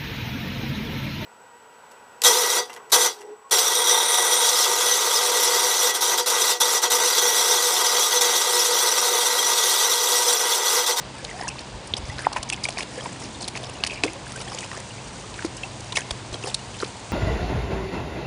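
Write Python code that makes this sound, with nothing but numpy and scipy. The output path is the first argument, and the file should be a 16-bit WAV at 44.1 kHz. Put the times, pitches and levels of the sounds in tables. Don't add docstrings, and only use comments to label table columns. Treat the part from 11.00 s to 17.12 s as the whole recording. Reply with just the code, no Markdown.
import sys
import numpy as np
from scipy import signal
from scipy.fft import rfft, irfft
from scipy.io import wavfile

SR = 44100
rng = np.random.default_rng(int(sys.argv[2]) if len(sys.argv) > 2 else 0)


def output_pcm(signal):
    pcm = np.clip(np.atleast_2d(signal).T, -1, 1) * 32767
    wavfile.write(sys.argv[1], SR, np.round(pcm).astype(np.int16))


N = 269892
TIME = np.arange(N) / SR

# time in seconds, ring level in dB, pitch in Hz, decay time in cycles.
AIR_POCKETS = [(0.225, -34, 511, 7.9), (0.2494, -17, 4070, 1.3), (.2925, -28, 2100, 4.5),
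               (.3115, -30.5, 1940, 9), (.3935, -31, 1750, 6.6), (.397, -26, 980, 1.8),
               (.412, -27, 5170, 8), (.4135, -31, 1850, 5.3), (.44, -34.5, 1820, 19), (0.473, -26, 1660, 4),
               (.478, -28, 1010, 4.7), (0.557, -33, 1050, 3.7), (.585, -28, 2500, 2.8),
               (0.592, -22, 4400, 3.1), (.939, -15.5, 3720, 5), (0.9375, -25, 410, 0.71),
               (1.098, -30.5, 1930, 15), (1.1815, -31, 1450, 4.6), (1.184, -24, 4060, 4),
               (1.191, -20, 1650, 1.9), (1.2052, -33, 1590, 8), (1.224, -35, 1690, 6),
               (1.2477, -25, 2010, 5.1), (1.2518, -25, 2430, 4), (1.2684, -2.5, 868, 1.2),
               (1.318, -25.5, 800, 1.3), (1.363, -16, 953, 2.9), (1.363, -27, 1460, 3),
               (1.3677, -22, 1600, 1.3), (1.369, -18.5, 2740, 2), (1.375, -33, 1010, 7.7),
               (1.501, -12, 2880, 0.93), (1.525, -20.5, 2650, 7.3), (1.531, -20.5, 2440, 6),
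               (1.535, -23, 2620, 3.7), (1.543, -21, 3140, 2.8), (1.6395, -15, 4850, 9),
               (1.644, -16, 4050, 2.8), (1.6532, -15, 2303, 7), (1.6877, -13, 2540, .7),
               (1.6875, -26, 770, 1.4), (1.706, -20, 4770, 1.9), (1.7715, -25.5, 700, 1.9),
               (1.7727, -22.5, 2400, 7.5), (1.785, -26, 960, 1.8), (1.793, -28, 1040, 2.5),
               (1.7813, -18.5, 4600, 3.5), (1.7857, -23, 1920, 2.8), (1.7955, -28, 4800, 3.5),
               (1.807, -16.5, 2300, 2.1), (1.831, -20.5, 3420, 1.6), (1.9732, -32, 483, 9.2),
               (2.008, -27.5, 3150, 8.9), (2.0584, -22.5, 940, 4.5), (2.058, -24, 2400, 1.8),
               (2.41, -27, 4240, 6.5), (2.443, -24, 4160, 9.2), (2.479, -19, 3780, 1.7),
               (2.5535, -21.5, 2270, 2.5), (2.574, -22, 2520, 2.1), (2.639, -25, 3550, 3.5),
               (2.837, -20.5, 1050, 0.76), (2.8372, -11, 2830, 2.9), (2.838, -12.5, 4400, 3.8),
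               (2.8484, -19, 2400, 1.3), (2.847, -25, 5030, 3.5), (2.8645, -18.5, 2330, 1.5),
               (2.874, -18, 3020, 1.1), (2.9068, -21, 2430, 6), (2.908, -29, 3120, 6.6),
               (2.92, -29, 2560, 6), (2.932, -27, 2370, 4), (2.959, -31, 2540, 8), (2.974, -32, 2300, 12),
               (3.0367, -7.5, 2560, 3.2), (3.0357, -13.5, 4700, 3.7), (3.0355, -23.5, 684, 2.1),
               (3.055, -33.5, 288, 9), (3.082, -29, 2660, 5.5), (3.267, -29.5, 1590, 3.4),
               (3.3577, -31.5, 1510, 11), (3.376, -24, 2300, 0.73), (3.519, -26.5, 1050, 3.8),
               (3.586, -21, 3040, 3.1), (3.588, -27, 6770, 9), (3.629, -30, 1950, 5.5),
               (3.638, -27, 2460, 4), (3.7154, -25.5, 1860, 3.7), (3.7147, -29, 1040, 2.5),
               (3.745, -30.5, 1180, 5), (4.342, -22.5, 3500, 0.94), (4.388, -31, 2000, 3.3),
               (4.392, -24.5, 1570, 4), (4.4241, -20, 1510, 0.47), (4.446, -18.5, 312, 2.1),
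               (4.4474, -26.5, 486, 1.2), (4.4476, -30, 2140, 3.7), (4.6342, -22.5, 2610, 14),
               (4.6333, -26, 3100, 5.6), (4.923, -19.5, 3680, 4.6), (4.9272, -23, 3940, 3.3),
               (4.9565, -22, 2500, 5), (4.9605, -16, 2720, 2.9), (4.9693, -11.5, 3630, 2.1),
               (4.9721, -25, 1030, 2.6), (4.97, -33, 776, 2.6), (4.928, -28, 984, 4),
               (4.9833, -25, 950, 2.3), (4.9845, -26, 1910, 5.2), (5.109, -16.5, 3270, 2.4),
               (5.1085, -28, 1150, 1.4), (5.33, -33, 3900, 4.3), (5.342, -22.5, 4090, 5.8),
               (5.343, -26, 3170, 8.7), (5.459, -28, 1050, 1.5), (5.473, -26, 810, 2), (5.481, -31, 840, 2),
               (5.5446, -17, 5370, 7.8), (5.5463, -13, 4270, 4.6), (5.548, -16.5, 8600, 5.6),
               (5.8016, -21.5, 4080, 3.7), (5.8045, -29, 1480, 2.7), (5.825, -19.5, 1290, 2.6),
               (5.8307, -18.5, 1200, 1.2), (5.847, -21, 4020, 1.8)]
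# start in seconds, length in seconds, rms of the middling bubbles in dB,
# tilt in dB (above zero thin spray, below zero deep water).
WATER_SLAPS = [(0.479, 0.014, -48.5, 22), (.873, 0.0075, -48.5, 13), (0.967, 0.019, -35.5, 2.5),
               (1.328, 0.0076, -33.5, 3), (1.36, 0.029, -36, -1.5), (1.4282, 0.0079, -32.5, 5),
               (1.489, 0.014, -47, 15), (1.4995, 0.0026, -33.5, 11.5), (1.523, 0.016, -42.5, 11),
               (1.635, 0.022, -42.5, 13), (1.6855, 0.008, -47, 3), (2.478, 0.013, -34.5, 3),
               (2.558, 0.024, -38, 1), (2.8367, 0.006, -32.5, 1), (2.8475, 0.0041, -33, 2),
               (2.865, 0.014, -35.5, 7), (3.036, 0.02, -33, 0), (3.411, 0.013, -38.5, 1.5),
               (3.587, 0.0069, -39.5, 7.5), (4.446, 0.022, -41.5, 3.5), (4.566, 0.014, -46, 9.5),
               (4.922, 0.0091, -39, 2.5), (4.953, 0.023, -36.5, 8), (4.9692, 0.01, -29, 2),
               (5.108, 0.0072, -30.5, 1.5), (5.47, 0.023, -38.5, 3), (5.543, 0.0075, -36.5, 12.5),
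               (5.812, 0.017, -45.5, 6)]
# start in seconds, end in seconds, splash rms in dB, gurgle rms in dB,
# pitch of the middling bubbles in Hz.
PAW_STROKES = [(0.145, 0.36, -49.5, -48, 2330), (0.338, 0.484, -47.5, -46.5, 1770),
               (0.567, 0.624, -50.5, -54, 2630), (1.022, 1.2, -51, -64, 3000),
               (1.171, 1.28, -42, -47, 1680), (1.64, 1.768, -54.5, -42.5, 3670),
               (1.76, 1.844, -40.5, -42.5, 2460), (1.896, 2.19, -47, -45, 2250),
               (2.19, 2.304, -47, -46.5, 2760), (2.404, 2.464, -44.5, -43, 3930),
               (2.538, 2.857, -51.5, -44, 3120), (2.894, 3.01, -48, -47.5, 2600),
               (3.054, 3.115, -48, -47, 2530), (3.25, 3.506, -47.5, -50.5, 2630),
               (3.477, 3.589, -44.5, -42.5, 2950), (3.584, 3.68, -47, -46.5, 2950),
               (3.704, 3.83, -45.5, -46, 2040), (4.337, 4.49, -49.5, -53, 2370),
               (4.787, 4.955, -54, -62, 3000), (4.952, 5.03, -40, -46, 2350),
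               (5.321, 5.367, -46.5, -37.5, 2870), (5.424, 5.527, -43.5, -41, 2830),
               (5.737, 5.916, -49.5, -58, 2760)]
# lowest pitch in Hz, highest pitch in Hz, bubbles a second in a slosh, typical decay in cycles.
BUBBLE_KINDS = [(394, 1237, 900, 1.06), (1188, 5220, 2000, 4.5), (4664, 14050, 4500, 5.3)]
# start in seconds, length in seconds, peak level in dB, middle pitch in Hz.
BURSTING_POCKETS = [(0.4073, 0.0082, -23.5, 760), (.43, .016, -32, 1000), (.444, 0.021, -28.5, 930),
                    (0.47, .008, -31, 754), (.4845, 0.0076, -24, 2720), (.9375, 0.0015, -8, 3410),
                    (3.0365, 0.019, -21, 300), (3.043, .009, -32, 1110), (3.047, 0.017, -21.5, 426),
                    (3.0375, 0.0057, -21, 477), (3.061, 0.0058, -22, 530), (3.0775, 0.0075, -26, 2150),
                    (4.9693, 0.0085, -15.5, 2195), (4.9695, .009, -21, 1850), (5.4381, .005, -24, 2700),
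                    (5.44, 0.0091, -24, 412), (5.468, 0.016, -28.5, 440), (5.479, 0.01, -29, 537),
                    (5.5444, 0.0019, -13, 3890), (5.83, 0.0072, -16.5, 416)]
# time in seconds, peak level in dB, centre of the tick in Hz.
LANDING_DROPS = [(0.4885, -18, 6500), (1.501, -12, 8000), (1.5265, -20, 4800), (1.5318, -18, 6000),
                 (1.5353, -18, 5500), (1.5635, -22, 6000), (1.6393, -24, 6000), (1.646, -22, 6000),
                 (1.6555, -22, 5500), (1.6625, -21, 3600), (1.6875, -13.5, 8000), (1.692, -10, 9500),
                 (1.7058, -24, 6040), (1.726, -22, 3000), (1.7815, -20, 5000), (1.7863, -18, 4500),
                 (1.798, -23, 4500), (1.807, -31, 5500), (1.8305, -28, 4500), (2.483, -9, 10000),
                 (2.575, -18, 4800), (2.848, -19, 4600), (2.8656, -22, 4500), (2.8717, -20, 4500),
                 (3.0371, -6, 4500), (3.0435, -15, 7500), (3.051, -23, 6000), (3.134, -20, 8500),
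                 (3.321, -23, 3280), (3.405, -26, 3600), (3.421, -24, 5000), (3.511, -31, 4500),
                 (3.542, -27, 4700), (3.587, -22, 4200), (3.607, -23, 6000), (3.803, -22, 6000),
                 (4.972, -17, 4500), (4.984, -30, 4000), (5.107, -19, 4000), (5.114, -20, 9500)]
# start in seconds, end in seconds, rms level in dB, pitch in Hz.
PAW_RUNOFF = [(.496, 0.53, -41.5, 2600), (1.523, 1.539, -35, 2590), (2.898, 2.933, -36, 2470),
              (2.955, 3.0, -43, 2470), (3.073, 3.104, -42, 2510), (3.613, 3.643, -44, 2430),
              (5.739, 5.772, -45.5, 2900)]
# delay in seconds, level against the direct sound in dB.
NEAR_ECHOES = [(.0011, -47.5), (.0027, -24.5), (.0058, -24.5)]
# time in seconds, peak level in dB, pitch in Hz.
WEIGHT_SHIFTS = [(0.741, -30, 60), (0.913, -29, 85), (0.939, -32, 111), (.986, -31, 62),
                 (1.032, -24.5, 56.4), (1.087, -23, 82.5), (1.156, -32, 85), (1.388, -33, 50),
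                 (5.11, -27.5, 51.3), (5.312, -30, 52.4)]
# time in seconds, rms level in dB.
FIZZ_LEVELS = [(0, -50), (.8, -51), (1.5, -54), (2.2, -46.5), (2.7, -53), (3.3, -48.5), (4.1, -46.5),
               (4.8, -47.5), (5.6, -48), (6.1, -47)]
# frequency in Hz, relative level in dB.
FIZZ_COLOUR = [(800, -32), (2200, -20), (4000, -20.5), (5200, 9.5), (5800, 16), (6300, 14.5), (6650, 16),
               (7100, 14.5), (8300, 13.5), (9400, 10.5), (10200, -1.5)]
# frequency in Hz, relative level in dB.
GARDEN_COLOUR = [(14, -4), (28, -21.5), (50, 3), (100, 0), (145, -1), (190, 2), (250, -3), (310, -3),
                 (480, -4), (700, -5), (950, -3.5), (1300, -11), (2500, -12), (5000, -14), (8000, -60),
                 (10200, -56)]
# pitch in Hz, rms wander in Hz, levels at the start and at the end in dB rms before sway.
MACHINE_HUMS = [(128.3, 1.14, -46, -49.5), (118.8, 0.39, -62, -52.5), (104.7, 2.5, -58.5, -46)]
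# time in seconds, rms level in dB.
DRONE_LEVELS = [(0, -57), (1.2, -50.5), (2.3, -46), (3.2, -57), (6.1, -59.5)]


def gain_of(db):
    return 10 ** (np.asarray(db) / 20)


def evened(x):
    return x / np.sqrt(np.mean(x ** 2) + 1e-20)


def add(mix, s, sound):
    part = mix[max(0, round(s * SR)):][:len(sound)]
    part += sound[:len(part)]


def coloured(x, points):
    hz, db = np.transpose(points)
    log_hz = np.log(np.fft.rfftfreq(len(x), 1 / SR) + 1)
    shape_db = np.interp(log_hz, np.log(hz), db)
    return evened(irfft(rfft(x) * gain_of(shape_db), len(x)))


def around(x, centre_hz, octaves):
    hz = np.fft.rfftfreq(len(x), 1 / SR) + 1
    distance = np.log2(hz / centre_hz) / octaves
    return irfft(rfft(x) * np.exp(-.5 * distance ** 2), len(x))


def drift(rate_hz):
    hz = np.fft.rfftfreq(N, 1 / SR)
    lowpass = np.exp(-(hz / rate_hz) ** 2) * (hz > 0)
    return evened(irfft(rfft(rng.standard_normal(N)) * lowpass, N))


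def bubble(hz, ring_s):
    t = np.arange(int(8 * ring_s * SR) + 64) / SR
    swell_s = 1 / (4 * hz) + 0.11 * ring_s
    shape = (1 - np.exp(-t / swell_s)) ** 2 * np.exp(-t / ring_s)
    cycles = hz * (t + 2.13 * t * t)
    return shape / shape.max() * np.sin(2 * np.pi * cycles)


def bubble_cloud(low_hz, high_hz, per_s, cycles, spread_db, count=48):
    born = np.flatnonzero(rng.random(N) < per_s / SR)
    sizes = gain_of(spread_db * np.minimum(rng.exponential(1, N), 3.5))
    kinds = rng.integers(0, count, N)
    pitches = np.geomspace(low_hz, high_hz, count)
    damping = 2 ** rng.uniform(-1, 1, count)
    rings = [bubble(hz, cycles / (k * hz)) for hz, k in zip(pitches, damping)]
    cloud = np.zeros(N)
    for i in born:
        add(cloud, i / SR, sizes[i] * rings[kinds[i]])
    return cloud


def plops(splat_s=0.0011, lead_s=0.00194, size=1024):
    splat_level_db = -25.52
    splat_hz, splat_octaves = 2950, 0.75
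    limit_db = -14.5
    out, t = np.zeros(N), np.arange(size) / SR
    burst = (t / splat_s) ** 3 * np.exp(-t / splat_s)
    hiss = coloured(rng.standard_normal(N), [(100, -13.0), (10000, -2)])
    for s, db, pitch_hz, cycles in AIR_POCKETS:
        add(out, s, gain_of(db) * bubble(pitch_hz, cycles / pitch_hz))
        centre_hz = np.sqrt(splat_hz * pitch_hz)
        splat = burst * around(hiss[round(s * SR):][:size], centre_hz, splat_octaves)
        splat_db = min(db, limit_db) + splat_level_db
        add(out, s - lead_s, gain_of(splat_db) * evened(splat))
    return out


def splashes(gurgle_hz=950, centre_hz=2750, octaves=0.7, octaves_per_db=0.34, crowding=2.6):
    spray_db, edge_s, fall_db = -2.0, 0.00095, -4
    out = np.zeros(N)
    clouds = [bubble_cloud(low, high, crowding * per_s, cycles, spread_db=4.5)
              for low, high, per_s, cycles in BUBBLE_KINDS]
    for s, length, db, tilt_db in WATER_SLAPS:
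        t = np.arange(0, length, 1 / SR)
        edges = np.clip(np.minimum(t, length - t) / edge_s, 0, 1)
        shape = edges * gain_of(fall_db * t / length)
        gurgle, splash, spray = (cloud[round(s * SR):][:len(t)] for cloud in clouds)
        gurgle = around(gurgle, gurgle_hz, octaves)
        splash = around(splash, centre_hz * 2 ** (octaves_per_db * tilt_db), octaves)
        for part, share_db in ((gurgle, -tilt_db), (splash, 0), (spray, spray_db + tilt_db)):
            add(out, s, gain_of(db + share_db) * evened(part * shape))
    return out


def sloshes(splash_octaves=0.58, surge_db=4.5, surge_hz=110):
    spray_db, spray_hz = 1.5, 2400
    out = np.zeros(N)
    surges = gain_of(surge_db * drift(surge_hz))
    clouds = [surges * bubble_cloud(*kind, spread_db=6.5) for kind in BUBBLE_KINDS]
    for start, end, db, gurgle_db, splash_hz in PAW_STROKES:
        gurgle, splash, spray = (cloud[round(start * SR):round(end * SR)] for cloud in clouds)
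        progress = np.linspace(0, 1, len(gurgle)) ** 0.76
        swell = np.sqrt(abs(np.sin(np.pi * progress)))
        splash = around(splash, splash_hz, splash_octaves)
        fineness = splash_hz / spray_hz
        add(out, start, gain_of(gurgle_db) * evened(gurgle * swell))
        add(out, start, gain_of(db) * evened(splash * swell))
        spray_gain = gain_of(db + spray_db) * fineness
        add(out, start, spray_gain * evened(spray * swell ** 2))
    return out


def gulps(pitch_rise=0.07):
    out = np.zeros(N)
    for s, length, db, pitch_hz in BURSTING_POCKETS:
        u = np.linspace(0, 1, round(length * SR))
        turns = np.cumsum(pitch_hz * (1 + pitch_rise * (u - .5))) / SR
        add(out, s, gain_of(db) * np.sin(np.pi * u) * np.sin(2 * np.pi * turns))
    return out


def spatter(fade_s=0.00061, octaves=1.0, size=256):
    out, t = np.zeros(N), np.arange(size) / SR
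    for s, db, centre_hz in LANDING_DROPS:
        tick = around(rng.standard_normal(size), centre_hz, octaves) * np.exp(-t / fade_s)
        add(out, s, gain_of(db) * tick / abs(tick).max())
    return out


def trickles(per_s=500, cycles=7.6, scatter_octaves=0.13, spread_db=1.5):
    out = np.zeros(N)
    for start, end, db, pitch_hz in PAW_RUNOFF:
        run = np.zeros(round((end - start) * SR))
        births = np.arange(0, end - start, 1 / per_s)
        for s, (delay, detune, size) in zip(births, rng.standard_normal((len(births), 3))):
            hz = pitch_hz * 2 ** (scatter_octaves * detune)
            add(run, s + delay / per_s, gain_of(spread_db * size) * bubble(hz, cycles / hz))
        fade = np.sqrt(np.linspace(1, 0, len(run)))
        add(out, start, gain_of(db) * evened(run * fade))
    return out


def surroundings(x, tail_db=-19, t60=1.0, size=12000):
    t = np.arange(size) / SR
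    scatter = rng.standard_normal(size) * gain_of(-60 * t / t60) * (t > .005)
    response = gain_of(tail_db) * scatter / np.linalg.norm(scatter)
    response[0] = 1
    for delay_s, db in NEAR_ECHOES:
        add(response, delay_s, gain_of([db]))
    return signal.oaconvolve(x, response)[:N]


def bumps(ring_s=0.0073):
    out = np.zeros(N)
    for s, db, hz in WEIGHT_SHIFTS:
        add(out, s, gain_of(db) * bubble(hz, ring_s))
    return out


def fizz(per_s=7000, ripple_db=-52, flutter_db=0.9, flutter_hz=25):
    ticks = rng.standard_normal(N) * (rng.random(N) < per_s / SR)
    level_db = np.interp(TIME, *np.transpose(FIZZ_LEVELS)) + flutter_db * drift(flutter_hz)
    ripples = evened(bubble_cloud(low_hz=507, high_hz=4690, per_s=140, cycles=12, spread_db=8))
    return coloured(ticks, FIZZ_COLOUR) * gain_of(level_db) + gain_of(ripple_db) * ripples


def garden(air_db=-39):
    return coloured(rng.standard_normal(N), GARDEN_COLOUR) * gain_of(air_db)


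def machinery(sway=0.39):
    out = np.zeros(N)
    for hz, wander_hz, first_db, last_db in MACHINE_HUMS:
        turns = np.cumsum(hz + wander_hz * drift(3.1)) / SR
        level = gain_of(np.linspace(first_db, last_db, N)) * (1 + sway * drift(5.2))
        out += level * np.sqrt(2) * np.sin(2 * np.pi * turns)
    return out


def drone(centre_hz=250, octaves=0.39):
    band = evened(around(rng.standard_normal(N), centre_hz, octaves))
    return band * gain_of(np.interp(TIME, *np.transpose(DRONE_LEVELS)))


def scene():
    water = plops() + splashes() + sloshes() + gulps() + spatter() + trickles()
    background = fizz() + garden() + machinery() + drone()
    return (surroundings(water) + bumps() + background)[None]


def record(dry, low_cut_hz=30, edge_hz=10280):
    low_cut = signal.butter(2, low_cut_hz, "high", fs=SR, output="sos")
    thinned = signal.sosfilt(low_cut, dry)
    treble_cut = signal.firwin(901, edge_hz, window=("kaiser", 8), fs=SR)
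    return signal.oaconvolve(thinned, treble_cut[None], "same")


dry = scene()
out = record(dry)
output_pcm(out)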